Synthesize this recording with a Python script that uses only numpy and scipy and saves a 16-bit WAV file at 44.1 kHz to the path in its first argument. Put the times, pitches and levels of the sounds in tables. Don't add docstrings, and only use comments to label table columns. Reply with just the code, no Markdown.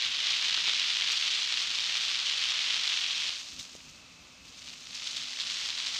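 import sys
import numpy as np
from scipy import signal
from scipy.fft import rfft, irfft
from scipy.io import wavfile

SR = 44100
rng = np.random.default_rng(int(sys.argv[2]) if len(sys.argv) > 2 else 0)


def store_wav(level_fs):
    pcm = np.round(np.clip(np.atleast_2d(level_fs), -1, 1) * 32767)
    wavfile.write(sys.argv[1], SR, pcm.T.astype(np.int16))


N = 264157

# time_s, level_db
CRACKLE_LEVEL = [(0, -31.5), (.12, -32.5), (.3, -29.5), (.7, -30.5), (1.1, -31), (1.9, -32.5), (2.45, -31),
                 (2.9, -31.5), (3.25, -33), (3.44, -45), (3.7, -51), (3.95, -59), (4.05, -62.5), (4.4, -67),
                 (4.5, -56.5), (4.85, -49), (5.07, -39), (5.3, -39.5), (5.5, -36), (5.99, -36)]
# time_s, power_fraction
FINE_SHARE = [(0, 0), (.6, 0.11), (1.5, 0.23), (2.5, 0.17), (3.2, 0.2), (3.45, 1), (4.6, 0.91), (5.2, 0.81),
              (5.99, 0.66)]
# frequency_hz, relative_db
COARSE_SPECTRUM = [(150, -65), (300, -29.5), (450, -28), (880, -21), (1240, -12.5), (1570, -12),
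                   (2970, 0.5), (3400, 3.5), (5800, -9), (7500, -27.5), (10000, -45.5), (15200, -79)]
FINE_SPECTRUM = [(150, -40), (300, -24), (700, -21.5), (1320, -12.5), (1650, -14), (3840, 2.5), (6000, -3),
                 (8000, -18), (10500, -38), (15200, -60.5)]
DUST_SPECTRUM = [(1000, -52), (3000, -7), (6500, 4), (8500, -7.5), (10800, -22), (12500, -18.5),
                 (14000, -23), (15300, -24)]
# centre_s, length_s, crackle_db, dust_db
LOOSE_PATCHES = [(.035, 0.048, -32.5, -58), (.3, .03, -38, -52), (.585, 0.024, -32.5, -47),
                 (.69, 0.052, -31, -54), (1.12, .012, -31, -38), (1.97, .012, -34, -43),
                 (2.05, 0.02, -37, -46), (2.097, 0.01, -37, -46), (2.44, 0.027, -48, -56),
                 (2.75, 0.027, -37, -52), (3.41, 0.022, -42, -51), (3.48, 0.014, -43, -59),
                 (3.535, 0.012, -45, -52), (3.597, .018, -41, -46), (3.63, 0.045, -50, -52),
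                 (3.76, 0.019, -58, -52), (3.895, 0.018, -55, -55), (4.455, 0.012, -54, -57),
                 (4.485, .02, -54, -58), (4.585, 0.022, -47.5, -58), (4.62, .012, -47, -62),
                 (4.68, .06, -46, -59), (4.738, .01, -45, -53), (4.96, 0.018, -40.5, -53),
                 (5.072, 0.017, -37, -57), (5.175, 0.017, -36.5, -46), (5.41, 0.011, -44, -57),
                 (5.7, .03, -41, -57), (5.86, 0.019, -55, -59)]
# start_s, peak_db, pitch_hz
STONE_STRIKES = [(0.0226, -13.5, 4040), (0.398, -19, 3100), (0.5458, -19, 3560), (0.5751, -24, 4100),
                 (0.687, -16, 3300), (0.818, -16, 3230), (0.971, -14.5, 3030), (1.0216, -12.5, 3180),
                 (1.173, -15, 4010), (1.7872, -14.5, 3770), (2.156, -17, 3570), (2.7077, -17, 3140),
                 (2.8766, -13, 3900), (2.9407, -20, 2940), (2.9885, -18.5, 3440), (3.0636, -18, 3040),
                 (3.2931, -18, 3820), (3.7654, -41, 4480), (3.806, -39, 2600), (4.4506, -42, 2607),
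                 (4.735, -32.5, 2700), (4.952, -25, 5300), (5.0719, -25, 3940), (5.1093, -24, 3930),
                 (5.1701, -22, 3880), (5.4003, -20, 4140), (5.4068, -18.5, 3900), (5.4184, -22, 4320),
                 (5.657, -28, 3700), (5.6896, -19, 3750), (5.7036, -17, 3830), (5.8486, -26, 4370),
                 (5.8694, -18, 3930)]
BODY_KNOCKS = [(.5775, -27, 1600), (.648, -32, 1500), (.6795, -25, 1510), (3.2945, -36, 1100),
               (3.7514, -39, 450)]
# time_s, level_db
RUMBLE_LEVEL = [(0, -67), (.9, -65.5), (2, -67), (3.3, -66.5), (3.55, -65), (3.95, -61), (5.2, -62.5),
                (5.4, -67), (5.99, -64.5)]
# centre_s, length_s, level_db
ROAD_BUMPS = [(1.08, .08, -65), (1.53, 0.09, -66), (1.73, 0.074, -71), (1.98, .08, -64), (3.53, .04, -58),
              (3.6, 0.033, -59), (3.75, .06, -65), (3.88, .08, -62)]
# frequency_hz, relative_db
BODY_SPECTRUM = [(8, -24), (25, -17), (50, -5), (62, -7.5), (71, 4.5), (82, -7), (105, -6), (135, -6),
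                 (168, 0.5), (200, -5.5), (270, -4.5), (360, -13.5), (700, -37)]
# time_s, pitch_hz, level_db
DRIVE_HUM = [(0, 262.3, -69.5), (.9, 256.7, -70), (2.1, 258.5, -78), (3, 259.7, -71), (4.5, 256, -69.5),
             (5.99, 256, -69.5)]
# frequency_hz, relative_db
TREAD_SPECTRUM = [(200, -31.5), (350, -10), (550, -4), (900, -7), (1150, -2), (1800, -7.5), (2300, -1.5),
                  (3200, -2.5), (4000, -2.5), (6500, -6.5), (8500, -19), (10800, -34), (12500, -38),
                  (15300, -43)]
# pitch_hz, resonator_width_hz, level_db
WHINE_BANDS = [(2607, 25, -71), (2600, 300, -63.5)]
# frequency_hz, relative_db
MIC_SPECTRUM = [(6000, -30), (10500, -12), (12500, -5), (15300, 3)]

FULL_CRACKLE_DB, FULL_CRACKS_PER_S, FULL_DUST_DB = -31, 3300, -49.5
RATE_SLOPE, DUST_SLOPE = 0.3, 0.31
DUST_THRESHOLD_DB = -58
TREAD_DB, MIC_HISS_DB, CUTOFF_HZ = -55, -86, 15300


def gravel_crackle():
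    level_db, = in_time(CRACKLE_LEVEL)
    spray_power, spray_dust_power = power_bursts(LOOSE_PATCHES)
    fine = np.clip(in_time(FINE_SHARE)[0], 0, 1)
    per_s = FULL_CRACKS_PER_S * from_db(RATE_SLOPE * (level_db - FULL_CRACKLE_DB))
    clumps = from_db(0.23 * drift(30) + 0.26 * drift(85) + 1.87 * drift(380))
    envelope = np.sqrt(from_db(level_db) ** 2 + spray_power)
    force = envelope * grains(per_s, clumps, spread_db=4.54, bed_db=-4)
    size_class = rng.integers(0, 5, N)
    cracks = np.zeros(N)
    for k, stretch in enumerate(from_db(1.01 * np.linspace(-1, 1, 5))):
        class_force = force * (size_class == k)
        cracks += colour(class_force * np.sqrt(1 - fine), COARSE_SPECTRUM, stretch)
        cracks += colour(class_force * np.sqrt(fine), FINE_SPECTRUM, stretch)
    return cracks + thrown_dust(level_db, per_s, clumps, spray_dust_power)


def grains(per_s, clumps, spread_db, bed_db):
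    sizes = from_db(spread_db * np.minimum(rng.exponential(1, N), 3.0)) * rng.choice([-1, 1], N)
    clicks = sizes * (rng.random(N) < per_s / SR) / np.sqrt(per_s)
    grinding = from_db(bed_db) * rng.standard_normal(N)
    return rms_one(clumps * (rms_one(clicks) + grinding))


def thrown_dust(crackle_db, cracks_per_s, clumps, spray_power):
    thrown = 1 / (1 + from_db(2 * (DUST_THRESHOLD_DB - crackle_db)))
    dust_db = FULL_DUST_DB + DUST_SLOPE * (crackle_db - FULL_CRACKLE_DB) + 0.87 * drift(11)
    envelope = np.sqrt(thrown * from_db(dust_db) ** 2 + spray_power)
    force = envelope * grains(1.5 * cracks_per_s, clumps, spread_db=6.0, bed_db=-1)
    return colour(force, DUST_SPECTRUM)


def impacts(table, decay_cycles):
    out = np.zeros(N)
    for start_s, peak_db, pitch_hz in table:
        start = round(start_s * SR)
        cycles = np.arange(min(SR // 50, N - start)) * pitch_hz / SR
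        attack = 1 - np.exp(-cycles / 0.61)
        ring = np.sin(2 * np.pi * cycles) * attack * from_db(-60 * cycles / decay_cycles)
        out[start:start + len(ring)] += from_db(peak_db) * ring / np.abs(ring).max()
    return out


def body_rumble():
    level_db, = in_time(RUMBLE_LEVEL)
    bump_power, = power_bursts(ROAD_BUMPS)
    shaking = rng.standard_normal(N) * from_db(1.3 * drift(16) + 1.6 * drift(5.5))
    boom = rms_one(colour(shaking, BODY_SPECTRUM))
    return np.sqrt(from_db(level_db) ** 2 + bump_power) * boom


def drive_line_hum():
    pitch_hz, level_db = in_time(DRIVE_HUM)
    phase = 2 * np.pi * np.cumsum(pitch_hz + 0.9 * drift(3.5)) / SR
    return from_db(level_db + 1.1 * drift(3.3)) * np.sqrt(2) * np.sin(phase)


def tread_hiss():
    return from_db(TREAD_DB + 0.24 * drift(60)) * colour(rng.standard_normal(N), TREAD_SPECTRUM)


def whine():
    noise = rng.standard_normal(N)
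    out = np.zeros(N)
    for pitch_hz, width_hz, level_db in WHINE_BANDS:
        band = resonance(resonance(noise, pitch_hz, width_hz), pitch_hz, width_hz)
        out += from_db(level_db) * rms_one(band)
    return out


def from_db(db):
    return 10 ** (np.asarray(db) / 20)


def rms_one(x):
    return x / np.sqrt(np.mean(x ** 2) + 1e-20)


def in_time(table):
    time_s, *columns = np.transpose(table)
    return [np.interp(np.arange(N) / SR, time_s, column) for column in columns]


def power_bursts(table):
    centre_s, length_s, *levels = np.transpose(table)
    grid_s = np.arange(0, N / SR + .001, .001)
    bells = np.exp(-(2 * (grid_s[:, None] - centre_s) / length_s) ** 2)
    return [np.interp(np.arange(N) / SR, grid_s, bells @ from_db(db) ** 2) for db in levels]


def drift(corner_hz):
    pole = np.exp(-2 * np.pi * corner_hz / SR)
    smoothed = signal.lfilter([1], [1, -2 * pole, pole * pole], rng.standard_normal(N + SR))
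    return rms_one(smoothed[SR:])


def colour(x, spectrum, stretch=1):
    size = 8192
    hz, db = np.transpose(spectrum)
    grid_hz = np.maximum(np.arange(size // 2 + 1), 1) * SR / size
    gain_db = np.interp(np.log(grid_hz), np.log(hz * stretch), db)
    cepstrum = irfft(gain_db * np.log(10) / 20)
    cepstrum[1:size // 2] *= 2
    cepstrum[size // 2 + 1:] = 0
    response = irfft(np.exp(rfft(cepstrum)))
    return signal.fftconvolve(x, response / np.sqrt(np.sum(response ** 2)))[:N]


def resonance(x, pitch_hz, width_hz):
    radius = np.exp(-np.pi * width_hz / SR)
    gain = (1 - radius ** 2) / 2
    feedback = [1, -2 * radius * np.cos(2 * np.pi * pitch_hz / SR), radius ** 2]
    return signal.lfilter([gain, 0, -gain], feedback, x)


def scene():
    stones = impacts(STONE_STRIKES, decay_cycles=10.6)
    knocks = impacts(BODY_KNOCKS, decay_cycles=2.8)
    return (gravel_crackle() + stones + knocks + body_rumble() + drive_line_hum() + tread_hiss() + whine())[None]


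def record(dry):
    hiss = from_db(MIC_HISS_DB) * colour(rng.standard_normal(N), MIC_SPECTRUM)
    low_pass = signal.ellip(12, .5, 60, CUTOFF_HZ, fs=SR, output="sos")
    return signal.sosfilt(low_pass, dry + hiss)


dry = scene()
out = record(dry)
store_wav(out)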